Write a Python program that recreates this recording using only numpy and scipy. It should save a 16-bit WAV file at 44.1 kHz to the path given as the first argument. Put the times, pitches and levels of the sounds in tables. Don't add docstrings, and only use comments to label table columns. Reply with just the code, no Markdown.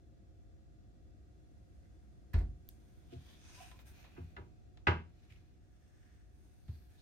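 import sys
import numpy as np
from scipy import signal
from scipy.fft import rfft, irfft, next_fast_len
from scipy.io import wavfile

SR = 44100
rng = np.random.default_rng(int(sys.argv[2]) if len(sys.argv) > 2 else 0)


def store_wav(level_fs):
    pcm = np.round(np.clip(np.atleast_2d(level_fs), -1, 1) * 32767)
    wavfile.write(sys.argv[1], SR, pcm.T.astype(np.int16))


N = 309141
TIME = np.arange(N) / SR
RING_TIME = TIME[:SR]

# (frequency [Hz], ring time [s])
ROOM_DECAY = [(100, 0.69), (300, 0.25), (1000, 0.25), (5000, .27), (9000, 0.31), (15000, 0.19)]


def from_db(db):
    return 10 ** (np.asarray(db) / 20)


def rms_one(x):
    return x / np.sqrt(np.mean(x ** 2) + 1e-20)


def at_hz(points, hz):
    f, value = np.transpose(points)
    return np.interp(np.log(hz + 0.0011), np.log(f), value)


def drift(rate):
    knots = rng.standard_normal(int(N / SR * rate) + 2)
    return rms_one(np.interp(TIME * rate, np.arange(len(knots)), knots))


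def stereo_spectrum(colour, likeness, size, uneven_db, spacing_hz):
    hz = np.fft.rfftfreq(size, 1 / SR)
    mid, side = rfft(rng.standard_normal((2, size)))
    heights = rng.standard_normal(4096)
    ripple_db = uneven_db * np.interp(hz / spacing_hz, np.arange(len(heights)), heights) * hz / (hz + 500)
    alike = np.clip(at_hz(likeness, hz), -.98, .98)
    bass_cut = 1 / np.sqrt(1 + (colour[0][0] / (hz + 1)) ** 6)
    gain = bass_cut * from_db(at_hz(colour, hz) + ripple_db)
    return hz, gain * (np.sqrt(1 + alike) * mid + np.sqrt(1 - alike) * side * [[1], [-1]])


def noise(colour, uneven_db, spacing_hz, size, lag=0):
    # (frequency [Hz], likeness [-1..1])
    likeness = [(60, 0.29), (130, 0.1), (290, 0.4), (700, 0.27), (3000, 0.011)]
    padded_size = 2 * next_fast_len(size // 2 + 1)
    hz, spectrum = stereo_spectrum(colour, likeness, padded_size, uneven_db, spacing_hz)
    delay = np.exp(-2j * np.pi * hz * np.array([[0], [lag]]))
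    return rms_one(irfft(spectrum * delay)[:, :size])


def die_away(t, ring_s):
    return np.exp(-np.log(1000) * t / ring_s)


def dense_ring(colour, build_cycles, direct=0, direct_s=0.013):
    # (frequency [Hz], likeness [-1..1])
    likeness = [(60, 0.86), (130, 0.64), (290, 0.7), (640, 0.13), (1410, 0.5), (3100, -0.16),
                (15000, 0.065)]
    hz, spectrum = stereo_spectrum(colour, likeness, SR, uneven_db=1.5, spacing_hz=26)
    spectrum = spectrum / np.std(irfft(spectrum))
    edges = 2 ** np.arange(5, 15, .5)
    out = 0
    for low, high in zip(edges, edges[1:]):
        centre = np.sqrt(low * high)
        band = irfft(spectrum * ((hz >= low) & (hz < high)))
        build_up = 1 - np.exp(-RING_TIME * centre / build_cycles)
        out = out + band * build_up * die_away(RING_TIME, at_hz(ROOM_DECAY, centre))
    return out * (1 + direct * np.exp(-RING_TIME / direct_s))


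def tone_ring(tones, lag=0):
    t = np.maximum(RING_TIME - np.array([[0], [lag]]), 0)
    return sum((-1) ** k * from_db(db) * np.sin(2 * np.pi * hz * t) * die_away(t, ring_s)
               for k, (hz, db, ring_s) in enumerate(tones))


def add(out, s, sound):
    start = round(s * SR)
    out[:, start:start + sound.shape[1]] += sound[:, :N - start]


def taps(rows, ring):
    out = np.zeros((2, N))
    for s, db in rows:
        add(out, s, from_db(db) * ring)
    return out


def blows(rows, ring):
    out = np.zeros((2, N))
    for s, db, bright_hz, contact_s in rows:
        dull = signal.butter(2, min(bright_hz, .45 * SR), fs=SR, output="sos")
        add(out, s, from_db(db) * signal.sosfilt(dull, ring) * (1 - np.exp(-RING_TIME / contact_s)))
    return out


def ventilation():
    # (frequency [Hz], relative level [dB])
    air_colour = [(15, -31), (25, -18), (56, 2), (243, -16), (309, -15.5), (462, -27.5), (573, -30),
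                  (691, -28), (903, -39.5), (1910, -39.5), (2430, -44.5), (3260, -44.5), (7000, -48.5),
                  (15000, -65)]
    # (pitch [Hz], start level [dB], change [dB/s])
    fan_tones = [(314.5, -76.5, -0.98), (533, -81.5, -3.5), (684, -82.5, -1.5), (726, -85.5, 0.92)]
    # (time [s], gain [dB])
    swell = [(0, 0.28), (4.6, 1.5), (5.7, -2.5), (7, -1.5)]
    lag_s = 0.00037
    air = from_db(-58.5) * noise(air_colour, uneven_db=4.0, spacing_hz=42.1, size=N, lag=lag_s)
    for hz, db, db_per_s in fan_tones:
        turns = np.cumsum(hz + 3.0 * drift(30)) / SR - hz * np.array([[0], [lag_s]])
        level = from_db(db + db_per_s * TIME + 1.03 * drift(0.85))
        air = air + np.sqrt(2) * level * np.sin(2 * np.pi * turns)
    return from_db(np.interp(TIME, *np.transpose(swell))) * air


def sleeve():
    # (frequency [Hz], relative level [dB])
    rub_colour = [(700, 1), (1200, -5.5), (1600, 1), (2000, -4), (2550, -3), (3100, -8), (3600, -5),
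                  (4400, -8.5), (6500, -10.5), (8000, -21), (12000, -44)]
    # (frequency [Hz], relative level [dB])
    hiss_colour = [(4000, -13), (5100, -4.5), (6400, 6), (7500, -12), (8200, 5.5), (9600, 2.5), (10800, -5),
                   (13000, 0), (16000, -12.5)]
    # (time of top speed [s], rub [dB], hiss [dB], hiss tilt [dB/octave], rise [s], fall [s])
    strokes = [(1.85, -86.5, -90, -5, 0.49, 0.59), (2.92, -80, -83, 1, 0.24, 0.31),
               (3.13, -71.5, -85, 0, 0.014, 0.062), (3.29, -70, -77.5, 5, 0.074, 0.1),
               (3.531, -64.5, -67.5, -11, 0.093, 0.084), (3.63, -63, -67.5, -1, 0.068, 0.075),
               (3.804, -70, -73.5, 18, 0.032, 0.021), (3.883, -67, -68, 10, 0.02, 0.031),
               (3.999, -66.5, -75.5, 13, 0.055, 0.048), (4.15, -74.5, -83.5, 7, 0.17, 0.18),
               (5.28, -76.5, -89, 5, 0.12, 0.19), (6.059, -79, -85, -2, 0.33, 0.17),
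               (6.46, -79.5, -81.5, 1, 0.11, 0.2), (6.76, -78, -80, 14, 0.084, 0.15),
               (6.93, -77, -81.5, 6.5, 0.032, 0.1)]
    half = 2 * SR // 3
    out, t = np.zeros((2, N)), np.arange(-half, half) / SR
    for s, rub_db, hiss_db, tilt_db, rise, fall in strokes:
        speed = np.exp(-.5 * (t / np.where(t < 0, rise, fall)) ** 2)
        weave = [(hz, db + tilt_db * np.log2(hz)) for hz, db in hiss_colour]
        rub = from_db(rub_db) * noise(rub_colour, uneven_db=3.5, spacing_hz=93.5, size=len(t))
        hiss = from_db(hiss_db) * noise(weave, uneven_db=3.5, spacing_hz=202.5, size=len(t))
        add(out, s + t[0], speed * (rub + hiss))
    flutter_db, grain_db = 0.73, 0.75
    return out * from_db(flutter_db * drift(100) + grain_db * drift(650))


def scrapes():
    # (time [s], level [dB], half length [s], pitch [Hz], sharpness [Q])
    scuffs = [(1.86, -79, 0.012, 1900, 6), (3.131, -65, 0.0068, 2920, 3.9), (3.312, -68.5, 0.067, 3340, 6),
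              (3.62, -63, 0.018, 986, 28), (3.626, -63, 0.033, 2750, 7), (3.573, -70, 0.043, 4850, 7),
              (4.03, -73, 0.13, 2470, 20), (4.176, -72.5, 0.02, 2580, 22), (5.307, -66, 0.0036, 2280, 5.1),
              (5.324, -63, .004, 2350, 3.6), (5.365, -72, 0.011, 2350, 4.3), (6.086, -75, 0.071, 1720, 5.9),
              (6.74, -77, 0.038, 4450, 8), (6.998, -71, .01, 3850, 7)]
    out = 0
    slips = rng.standard_normal((2, N)) * from_db(2.0 * drift(300))
    for s, db, half_s, hz, sharpness in scuffs:
        ring = signal.lfilter(*signal.iirpeak(hz, sharpness, fs=SR), slips)
        out = out + from_db(db) * rms_one(ring) * np.exp(-np.abs(TIME - s) / half_s / 2)
    return out


def squeaks():
    # (time [s], level [dB], half length [s], pitch [Hz], glide [Hz/s])
    notes = [(3.587, -63, 0.0083, 1016, 0), (3.61, -50, 0.0048, 724, 2600), (3.72, -61, 0.0042, 1024, 0)]
    out, t = np.zeros((2, N)), RING_TIME - .5
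    room = dense_ring([(400, 0), (1500, 0), (3000, -30)], build_cycles=2.0)
    room = from_db(-10.5) * room / np.sqrt(np.sum(room ** 2) / 2)
    for s, db, half_s, hz, glide in notes:
        swell = from_db(db) * np.exp(-.5 * (t / half_s) ** 2)
        note = swell * np.sin(2 * np.pi * (hz + .5 * glide * t) * t)
        echo = signal.fftconvolve(room, note[None], axes=1)[:, :SR]
        add(out, s - .5, note + echo)
    return out


def fridge():
    # (time [s], level [dB], brightness [Hz], contact time [s])
    seal_hits = [(2.332, -51, 10200, 0.0047), (2.339, -45.5, 4240, 0.0019), (2.354, -41, 730, 0.0042),
                 (2.385, -57.5, 11800, 0.0012), (2.408, -43.5, 540, 0.001)]
    # (frequency [Hz], relative level [dB])
    seal_colour = [(100, 8), (200, -3), (320, 1.5), (500, -11.5), (750, -6), (1050, -13), (1400, -9.5),
                   (2000, -9), (3000, -18.5), (4200, -16.5), (6000, -25.5), (9000, -27), (13000, -24),
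                   (16000, -23)]
    # (time [s], strength [dB])
    thumps = [(2.343, 0.1)]
    # (pitch [Hz], level [dB], ring time [s])
    box_tones = [(48.9, -20.5, 0.41), (51, -15, 0.061), (67.1, -25.5, 0.38), (83.4, -23, 0.33),
                 (128.7, -41.5, 0.42), (220, -44, 0.1), (253.8, -52.5, 0.48), (367, -56, 0.72)]
    # (time [s], strength [dB])
    ticks = [(2.3371, -13.5), (2.6893, -2.5)]
    # (pitch [Hz], level [dB], ring time [s])
    tick_tones = [(3630, -45.5, 0.0041), (6800, -51, 0.002), (12000, -37.5, 0.0069), (14300, -32.5, 0.0019)]
    slap = blows(seal_hits, dense_ring(seal_colour, build_cycles=0.64, direct=1.9, direct_s=0.0061))
    boom = taps(thumps, tone_ring(box_tones, lag=0.00032))
    echo_colour = [(2500, -11), (6500, -9), (9500, -9), (13000, -15), (16000, -13)]
    tick_echo = from_db(-64.5) * dense_ring(echo_colour, build_cycles=5.8)
    return slap + boom + taps(ticks, tone_ring(tick_tones, lag=.00001) + tick_echo)


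def hinges():
    # (time [s], level [dB], brightness [Hz], contact time [s])
    clicks = [(3.713, -63, 4500, 0.0026), (3.789, -66, 7400, 0.0033), (4.04, -59.5, 5100, 0.01),
              (4.365, -64, 4600, 0.0017), (4.7725, -72.5, 7800, 0.00057), (6.68, -68, 8000, .007)]
    # (frequency [Hz], relative level [dB])
    metal_colour = [(700, 7.5), (1500, -3), (2100, 0), (2900, -3.5), (4000, -3), (5500, -14), (7000, -15),
                    (14000, -32.5)]
    # (time [s], strength [dB])
    spring_snaps = [(4.3665, 2.5)]
    # (pitch [Hz], level [dB], ring time [s])
    spring_tones = [(1415, -53, .13), (1725, -53, .1), (2044, -55.5, .09), (2780, -66, 0.076)]
    metal = blows(clicks, dense_ring(metal_colour, build_cycles=0.71, direct=5.8, direct_s=0.0036))
    return metal + taps(spring_snaps, tone_ring(spring_tones, lag=0.000405))


def hand_knocks():
    # (time [s], strength [dB], brightness [Hz], contact time [s])
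    grabs = [(3.122, 4, 900, 0.019), (4.176, 3, 610, 0.016)]
    # (pitch [Hz], level [dB], ring time [s])
    open_door_tones = [(125.7, -50, 0.36), (257, -46.5, 0.18), (328, -34, 0.025), (360.4, -38.5, 0.091),
                       (464, -51.5, .12), (684, -48, 0.13)]
    # (time [s], strength [dB])
    bumps = [(6.6854, -2.5)]
    # (pitch [Hz], level [dB], ring time [s])
    next_door_tones = [(76.6, -34.5, 0.32), (100, -33, 0.18), (135, -38, 0.17), (224.5, -55.5, 0.33)]
    return blows(grabs, tone_ring(open_door_tones, lag=0.0005)) + taps(bumps, tone_ring(next_door_tones))


def panel_ring():
    # (pitch [Hz], level [dB], left-right likeness [-1..1])
    clear_tones = [(321, -9, .9), (347, -8.5, .7), (365, -9, .9), (390, -5, .9), (417, -8.5, .6),
                   (479, -10.5, .9), (581, -10, -.5), (604, -11.5, -.6), (837, -6.5, .7), (951, -4.5, .8),
                   (978, -8, -.4), (1071, -9.5, -.7), (1132, -11, -.1), (1176, -10, -.3),
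                   (1278, -4.5, -.95), (1321, -10, -.6), (1431, -10, -.2), (1510, -7, -.4),
                   (1599, -10.5, .6), (1624, -7.5, -.9), (1675, -10, -.3), (1985, -13, -.2),
                   (2089, -9.5, .95), (2274, -15, .3), (2591, -13.5, .8), (2762, -12, -.5),
                   (3020, -15, -.8)]
    # (frequency [Hz], relative level [dB])
    wood_colour = [(130, 0), (200, 1.5), (370, 1.5), (520, -4.5), (700, 0.5), (1100, -3.5), (1500, 0),
                   (2000, -7.5), (2700, -6.5), (3400, -15.5), (5000, -26), (7000, -38), (9500, -48),
                   (15000, -58.5)]
    clear = 0
    for k, (hz, db, alike) in enumerate(clear_tones):
        phase = 2 * np.pi * hz * RING_TIME
        mid = np.sqrt((1 + alike) / 2) * np.sin(phase)
        side = np.sqrt((1 - alike) / 2) * np.cos(phase) * [[1], [-1]]
        fade = die_away(RING_TIME, at_hz(ROOM_DECAY, hz))
        clear = clear + (-1) ** k * from_db(db) * (mid + side) * fade
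    blur = from_db(0.5) * dense_ring(wood_colour, build_cycles=2.4, direct=1.0)
    return blur + clear * (1 - np.exp(-RING_TIME / 0.0012))


def door_claps():
    # (time [s], strength [dB])
    claps = [(4.8688, -3), (4.8795, -12), (4.915, -24)]
    # (pitch [Hz], level [dB], ring time [s])
    edge_tones = [(974, -22.5, 0.0075), (1340, -15.5, 0.014), (1640, -27.5, 0.018), (2000, -20.5, 0.021),
                  (2610, -23, 0.012), (3570, -33, 0.018)]
    count, gap_s, spread_db, growth_db = 4, .0013, 3, 2.5
    snaps = [(s + gap_s * (k + rng.uniform(-0.22, 0.16)),
              db - growth_db * (count - 1 - k) + spread_db * rng.standard_normal())
             for s, db in claps for k in range(count)]
    out = taps(snaps, tone_ring(edge_tones, lag=0.00038))
    soften = signal.butter(2, 4500, fs=SR, output="sos")
    return signal.sosfilt(soften, out + 1e-18)


def cabinet():
    # (time [s], level [dB], brightness [Hz], contact time [s])
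    knocks = [(4.162, -61, 3220, 0.0069), (4.364, -58, 3840, 0.0012), (4.374, -49.5, 630, 0.0044),
              (4.8695, -29, 8960, 0.0009), (6.679, -54.5, 239, 0.0042)]
    # (time [s], strength [dB])
    shoves = [(3.15, -20), (4.192, -16.5), (4.229, -22.5), (4.39, -21.5), (4.8715, 0), (5.3, -28),
              (5.38, -29.5)]
    # (pitch [Hz], level [dB], ring time [s])
    body_tones = [(54.4, -46.5, 0.4), (82.96, -25, 0.4), (95.7, -24, 0.16), (121, -31, 0.3),
                  (160, -36, 0.39)]
    boom = taps(shoves, tone_ring(body_tones, lag=0.00037))
    return blows(knocks, panel_ring()) + boom + door_claps()


def scene():
    doors = fridge() + hinges() + hand_knocks() + cabinet()
    return doors + scrapes() + squeaks() + sleeve() + ventilation()


def record(dry):
    cutoff_hz = 15900
    return signal.sosfilt(signal.ellip(10, .1, 80, cutoff_hz, fs=SR, output="sos"), dry)


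dry = scene()
out = record(dry)
store_wav(out)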